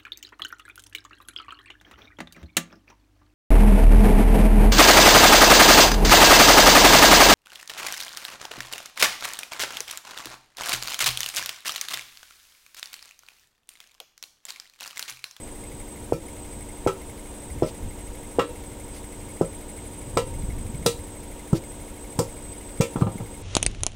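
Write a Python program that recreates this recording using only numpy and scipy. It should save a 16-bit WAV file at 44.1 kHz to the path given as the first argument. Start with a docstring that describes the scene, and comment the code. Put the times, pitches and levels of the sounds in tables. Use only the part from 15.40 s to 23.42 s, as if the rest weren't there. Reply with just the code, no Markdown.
"""In a breezy workshop yard, a heavy hammer knocks at the rim of a tractor wheel lying on the ground.
Each blow shoves the wheel with a thud, then the steel clanks and rings until the tyre damps it.
Grit slides in the rim, and a few dull knocks follow as the hammer is set down.
A one-cylinder engine runs some way off, leaking air whistles and gusts buffet the microphone.
A limiter flattens the loud peaks of the blows."""
import sys
import numpy as np
from scipy import signal
from scipy.fft import rfft, irfft
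from scipy.io import wavfile
from scipy.ndimage import uniform_filter1d, minimum_filter1d

SR = 44100
rng = np.random.default_rng(int(sys.argv[2]) if len(sys.argv) > 2 else 0)


def wrap_up_sound(samples):
    """Save the sound to the file named by the first command line argument, as 16-bit audio."""
    columns = np.atleast_2d(samples).T
    # keep every value between -1 and 1, then stretch to whole-number steps
    tamed = np.clip(columns, -1, 1)
    steps = np.round(tamed * 32767).astype(np.int16)
    wavfile.write(sys.argv[1], SR, steps)


N = 353814
TIME = np.arange(N) / SR


def amp(db):
    """Turns decibels into a gain."""
    return 10 ** (np.asarray(db) / 20)


def unit_rms(x):
    """Scales a sound to an average level (rms) of 1."""
    return x / np.sqrt(np.mean(x ** 2) + 1e-20)


def add(mix, start_s, sound):
    """Lays a sound into the mix."""
    part = mix[round(start_s * SR):][:len(sound)]
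    part += sound[:len(part)]


def gain_at(shape, hz):
    """Reads gains off a curve of (Hz, dB) points."""
    points_hz, db = np.transpose(shape)
    return amp(np.interp(np.log(hz + 1), np.log(points_hz), db))


def noise(shape, size=N):
    """Noise of rms 1, coloured by a curve of (Hz, dB) points."""
    gains = gain_at(shape, np.fft.rfftfreq(size, 1 / SR))
    return unit_rms(irfft(rfft(rng.standard_normal(size)) * gains, size))


def pitched_noise(hz, width_hz):
    """Noise of rms 1, gathered around one pitch."""
    offset = (np.fft.rfftfreq(N, 1 / SR) - hz) / width_hz
    return unit_rms(irfft(rfft(rng.standard_normal(N)) / (1 + 2 * offset ** 2), N))


# Steady air with the leak's hiss. Each row: frequency in Hz, relative level in dB.
AIR_SHAPE = [(25, 0.5), (90, -1.5), (170, -21), (280, -29), (550, -10), (950, -20.5), (1300, -24),
             (3700, -26.5), (4600, -34), (6500, -28), (8200, -23.5), (9200, -28), (11000, -32.5),
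             (15500, -33.5)]
# Wind rumble on the microphone. Each row: frequency in Hz, relative level in dB.
RUMBLE_SHAPE = [(20, 2.5), (50, -2.5), (110, -5.5), (200, -12.5), (320, -19.5), (700, -64)]
# Gusts. Each row: time of the peak in seconds, rough length in seconds, strength in dB.
WIND_GUSTS = [(2.164, 0.13, -34.5), (2.432, 0.12, -32), (5.025, 0.86, -30), (5.357, 0.18, -36)]

def yard_air(air_db=-42.0, calm_db=-41.5, lumpy_db=3):
    """Open air, and lumpy gusts that rise out of a light breeze and buffet the microphone."""
    lumps = noise([(1, -4), (8, -4), (25, 6), (200, -100)])
    gusts = sum(amp(db) * np.exp(-2 * np.pi * ((TIME - peak) / length) ** 2)
                for peak, length, db in WIND_GUSTS)
    wind = (amp(calm_db) + gusts) * amp(lumpy_db * (lumps - .5))
    return amp(air_db) * noise(AIR_SHAPE) + wind * noise(RUMBLE_SHAPE)


# The whistle's tones. Each row: pitch in Hz, width in Hz, typical level in dB.
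WHISTLE_TONES = [(8112, 49, -48), (8650, 120, -63), (8490, 31, -60), (4886, 50, -71)]
# Its rise and fall. Each row: time in seconds, relative strength in dB before scaling by `swell`.
WHISTLE_SWELLS = [(0.0, -50), (0.85, -56), (1.14, -47.5), (1.63, -56.5), (2.01, -49.5), (2.3, -55.5),
                  (4.8, -50.5), (5.63, -52), (5.92, -55), (6.99, -52.5), (7.17, -48.5), (8.02, -53)]

def air_leak(flutter_db=0.96, swell=0.82):
    """Escaping air makes a thin, unsteady whistle."""
    slow_db = np.interp(TIME, *np.transpose(WHISTLE_SWELLS))
    flutter = noise([(1, 5), (12, 22), (40, -22), (200, -90)])
    strength = amp(swell * (slow_db - slow_db.mean()) + flutter_db * flutter)
    return strength * sum(amp(db) * pitched_noise(hz, width) for hz, width, db in WHISTLE_TONES)


# The exhaust's drone. Each row: frequency in Hz, relative level in dB.
EXHAUST_SHAPE = [(50, 11), (100, -16), (170, -31), (220, 2), (370, 3), (540, 0.5), (620, -12), (950, -1.5),
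                 (1150, -17.5), (1800, -36)]
# Its strongest tones. Each row: multiple of the engine speed, level in dB.
STRONG_HARMONICS = [(17, -53.5), (19, -55), (24, -49), (30, -53.5), (38, -54.5), (76, -58.5)]
# Valve ticks. Each row: place in the turn from 0 to 1, pitch in Hz, width in Hz, level in dB,
# fade time in seconds.
VALVE_TICKS = [(0, 2140, 200, -53, 0.0069), (0.2, 2160, 160, -56.5, 0.0056), (0, 9890, 420, -55.5, 0.012),
               (.01, 13500, 1300, -60, .009), (0.01, 5700, 9400, -53, 0.003)]

def engine(turns_per_s=12.33, exhaust_db=-46.5, wander_turns=0.0036):
    """One distant cylinder: echoes smear its beat into a drone, and the valves tick on every turn."""
    drift = noise([(.5, 12.5), (2, -10.0), (6, -51), (30, -140)])
    turns = turns_per_s * TIME + .11 + wander_turns * drift
    multiples, size = np.arange(2049), 4096
    harmonics = gain_at(EXHAUST_SHAPE, multiples * turns_per_s) * (multiples > 2) * (multiples < 150)
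    harmonics *= amp(exhaust_db) / np.linalg.norm(harmonics)
    for multiple, db in STRONG_HARMONICS:
        harmonics[round(multiple)] = amp(db)
    phases = np.exp(2j * np.pi * rng.random(len(harmonics)))
    one_turn = irfft(harmonics * phases) * size / np.sqrt(2)
    out = np.interp(turns % 1, np.arange(size) / size, one_turn, period=1)
    for place, hz, width, db, fade_s in VALVE_TICKS:
        count, since_tick = np.divmod(turns - place + 1, 1)
        force = amp(db + 0.77 * rng.standard_normal(int(count.max()) + 1))[count.astype(int)]
        age = since_tick / turns_per_s / fade_s
        out += force * np.sqrt(age) * np.exp(1 - age) * pitched_noise(hz, width)
    return out


# Grit sliding in the rim. Each row: start in seconds, length in seconds, level in dB.
GRIT_SLIDES = [(2.25, .07, -44), (3.5, .12, -50), (6.13, .07, -40), (7.57, .08, -51)]

def grit():
    """Sand shaken loose makes short hisses."""
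    out = np.zeros(N)
    for start, length, db in GRIT_SLIDES:
        size = int(length * SR)
        hiss = noise([(1000, -6), (5000, 0.5), (15000, -13.0)], size)
        add(out, start, amp(db) * hiss * np.hanning(size))
    return out


def spot_gain(hz, spot_hz, boost=2.6, width=.08):
    """Tones that move the steel most at the struck spot take more of the force."""
    return 1 + sum(boost / (1 + (np.log((hz + 1) / centre) / width) ** 2) for centre in spot_hz)


# The wheel's clear tones. Each row: pitch in Hz, relative level in dB, seconds to fade by 60 dB.
WHEEL_TONES = [(110, -4, .18), (165, 0, .13), (240, -7, .14), (335, -5, .13), (400, -8, .11), (472, 0, .18),
               (535, -2.5, .23), (617, -7, .16), (795, -9, .14), (924, -19, .8), (1002, -4, .18),
               (1206, -4, .14), (1322, .5, .15), (1914, -4, .2), (2393, 0, .19), (2692, -5, .28),
               (2812, -1, .18), (3246, -4, .2), (3900, -10, .3), (5040, -2, .13), (5520, -3, .13),
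               (6056, -5, .16), (6620, -5, .15), (7205, -2, .19), (7835, -1, .16), (8470, -1, .19)]
# The steel's wash of crowded tones. Each row: frequency in Hz, relative level in dB.
WASH_SHAPE = [(100, 44.5), (600, 6), (760, -0.5), (1300, 2.5), (1700, 7), (3000, 9.5), (4000, 7),
              (5200, 6.5), (8500, 0), (10500, -17.5), (15000, -19.5)]

def ring(t, spot_hz, low_hz, high_hz, wash_fade_s, wash_db, scatter_db=2, ripple_db=6.5):
    """One part of the wheel rings: clear tones in a wash of crowded ones, rms 1 over the first 50 ms."""
    onset, hz = slice(SR // 20), np.fft.rfftfreq(len(t), 1 / SR)
    clear = np.zeros(len(t))
    for tone_hz, db, fade_s in WHEEL_TONES:
        if low_hz <= tone_hz < high_hz:
            force = spot_gain(tone_hz, spot_hz) * amp(db + scatter_db * rng.standard_normal())
            clear += force * amp(-60 * t / fade_s) * np.sin(2 * np.pi * (tone_hz * t + rng.random()))
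    # the wash bunches into narrow peaks, new ones for every strike
    peaks = amp(ripple_db * unit_rms(uniform_filter1d(rng.standard_normal(len(hz)), size=14)))
    phases = np.exp(2j * np.pi * rng.random(len(hz)))
    wash = irfft(gain_at(WASH_SHAPE, hz) * spot_gain(hz, spot_hz) * peaks * phases, len(t))
    band = signal.butter(3, [low_hz, min(high_hz, .45 * SR)], "band", fs=SR, output="sos")
    wash = signal.sosfilt(band, wash) * amp(-60 * t / wash_fade_s)
    both = clear / (clear[onset].std() + 1e-9) + amp(wash_db) * wash / wash[onset].std()
    both *= 1 - np.exp(-t * min(low_hz, 1500))  # low tones take longer to build up
    return both / both[onset].std()


def thud(t, hz, peak_cycles=.62, sharpness=2.1):
    """The hammer shoves the whole wheel, and the air swings about twice."""
    age = hz * t / peak_cycles
    return -np.sin(2 * np.pi * hz * t) * (age * np.exp(1 - age)) ** sharpness


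# The ringing parts: tyre, disc, then four of the rim. Each row: lowest and highest pitch in Hz,
# seconds for the wash to fade by 60 dB, its level against the clear tones in dB.
WHEEL_PARTS = [(84.5, 440, 0.048, 1.5), (316, 690, 0.28, -5), (691.4, 1330, 0.17, 1),
               (1450, 4100, 0.2, 4.5), (4500, 9500, 0.18, 4.5), (9800, 21300, 0.23, 0)]

def strike(thud_db, thud_hz, clank_delay_s, spot_hz, ring_db, struck_boost_db=5.5):
    """A thud, joined within milliseconds by the boom of tyre and disc and a steel clank."""
    t = np.arange(SR // 2) / SR
    struck = [low <= spot_hz[1] < high for low, high, *_ in WHEEL_PARTS]
    tyre, disc, *rim = (amp(db + struck_boost_db * hit) * ring(t, spot_hz, *part)
                        for db, hit, part in zip(ring_db, struck, WHEEL_PARTS))
    crack = 5.9 * np.exp(-clank_delay_s / 0.0023)  # a late contact has lost speed and cracks less
    snap = (1 + crack * np.exp(-t / 0.0039)) / np.sqrt(1 + crack)
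    out = amp(thud_db) * thud(t, thud_hz)
    add(out, 0.00058, amp(thud_db - 12) * thud(t, 1.9 * thud_hz))  # a quicker, sharper knock rides on the thud's start
    add(out, 0.864 / thud_hz, tyre)
    add(out, 0.002, disc)
    add(out, clank_delay_s, sum(rim) * snap)
    return out


# Dull knocks. Each row: start in seconds, thud level in dB, thud pitch in Hz, tyre boom in dB,
# clank in dB.
SOFT_KNOCKS = [(7.557, -14, 243, -32.5, -36), (7.609, -20, 286, -33, -35.5), (7.6189, -3.5, 157, -23, -31),
               (7.665, -11.5, 167, -27, -33), (7.755, -22, 190, -48, -67), (7.798, -29, 167, -32, -46)]
# One value for the disc and each rim part: dB added to a knock's clank.
STEEL_OFFSETS_DB = [-1.5, -5.5, -17.5, -35, -27]

def hammer_set_down(clank_delay_s=.003):
    """The hammer head bumps softly on the wheel: mostly tyre, little steel."""
    out = np.zeros(N)
    for start, thud_db, thud_hz, boom_db, clank_db in SOFT_KNOCKS:
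        ring_db = [boom_db] + [clank_db + db for db in STEEL_OFFSETS_DB]
        spot_hz = (0.71 * thud_hz, 800)
        add(out, start, strike(thud_db, thud_hz, clank_delay_s, spot_hz, ring_db))
    return out


# How the wheel's parts answer a blow, tyre first. Each row: base level in dB, dB gained per dB of
# clank, dB gained per dB of bite (the bright edge of steel on steel).
PART_RESPONSES = [(-29.3, 0, 0), (-8.3, .44, 0), (-9, 0.71, 0), (-.5, 1.15, 0), (-.7, 0, 1), (0, 0, 1)]
# The blows. Each row: start in seconds, thud level in dB, thud pitch in Hz, clank delay in seconds,
# low and high pitch in Hz that the struck spot favours, clank in dB, bite in dB.
HAMMER_BLOWS = [(0.7227, -2.5, 430, 0.0081, 169, 2480, -45, -46.5),
                (1.4638, -3.5, 434, 0.0089, 405, 1325, -31.5, -40),
                (2.2224, -7, 393, 0.0064, 613, 5130, -42, -56),
                (2.9858, -1, 410, .0062, 500, 1170, -23, -39.5),
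                (4.011, -5, 374, .0042, 169, 720, -48, -51),
                (4.7686, -9.5, 308, 0.0033, 484, 980, -23, -29.5),
                (5.4592, -13, 340, .0028, 460, 3900, -28, -25.5),
                (6.1287, -7, 155, 0.0018, 327, 740, -48.5, -51),
                (6.7882, -15, 200, 0.0021, 490, 960, -37.5, -32.5),
                (7.4011, -7.5, 162, 0.0073, 490, 2370, -31, -32)]

def hammer_blows(press_hz=150, press_db=-17):
    """Each heavy blow sets the wheel ringing and presses it down on its tyre."""
    out, t = np.zeros(N), np.arange(SR // 2) / SR
    press = amp(press_db) * thud(t, press_hz)
    for start, thud_db, thud_hz, delay, low_hz, high_hz, clank_db, bite_db in HAMMER_BLOWS:
        ring_db = [db + by_clank * clank_db + by_bite * bite_db
                   for db, by_clank, by_bite in PART_RESPONSES]
        add(out, start, press + strike(thud_db, thud_hz, delay, (low_hz, high_hz), ring_db))
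    return out


def scene():
    """Everything reaches one microphone above the wheel."""
    return (hammer_blows() + hammer_set_down() + grit() + engine() + air_leak() + yard_air())[None]


def record(dry, ceiling=.5, hold_s=0.089, release_s=0.0041, top_hz=15850):
    """A limiter turns down just before each loud peak, holds and lets go; filters trim lows and highs."""
    sound = signal.sosfilt(signal.butter(2, 18, "high", fs=SR, output="sos"), dry[0])
    hold = 2 * int(hold_s * SR / 2) + 1
    needed_gain_db = -20 * np.log10(np.maximum(abs(sound) / ceiling, 1))
    cut_db = -minimum_filter1d(needed_gain_db, hold, origin=hold // 2)
    fade = TIME / release_s
    cut_db = np.exp(np.maximum.accumulate(np.log(cut_db + 1e-9) + fade) - fade)  # let go smoothly
    gain_db = uniform_filter1d(minimum_filter1d(-cut_db, size=201), size=201)  # look ahead
    low_pass = signal.firwin(511, top_hz, window=("kaiser", 9), fs=SR)
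    return signal.oaconvolve(sound * amp(gain_db), low_pass, "same")[None]


dry = scene()
out = record(dry)
wrap_up_sound(out)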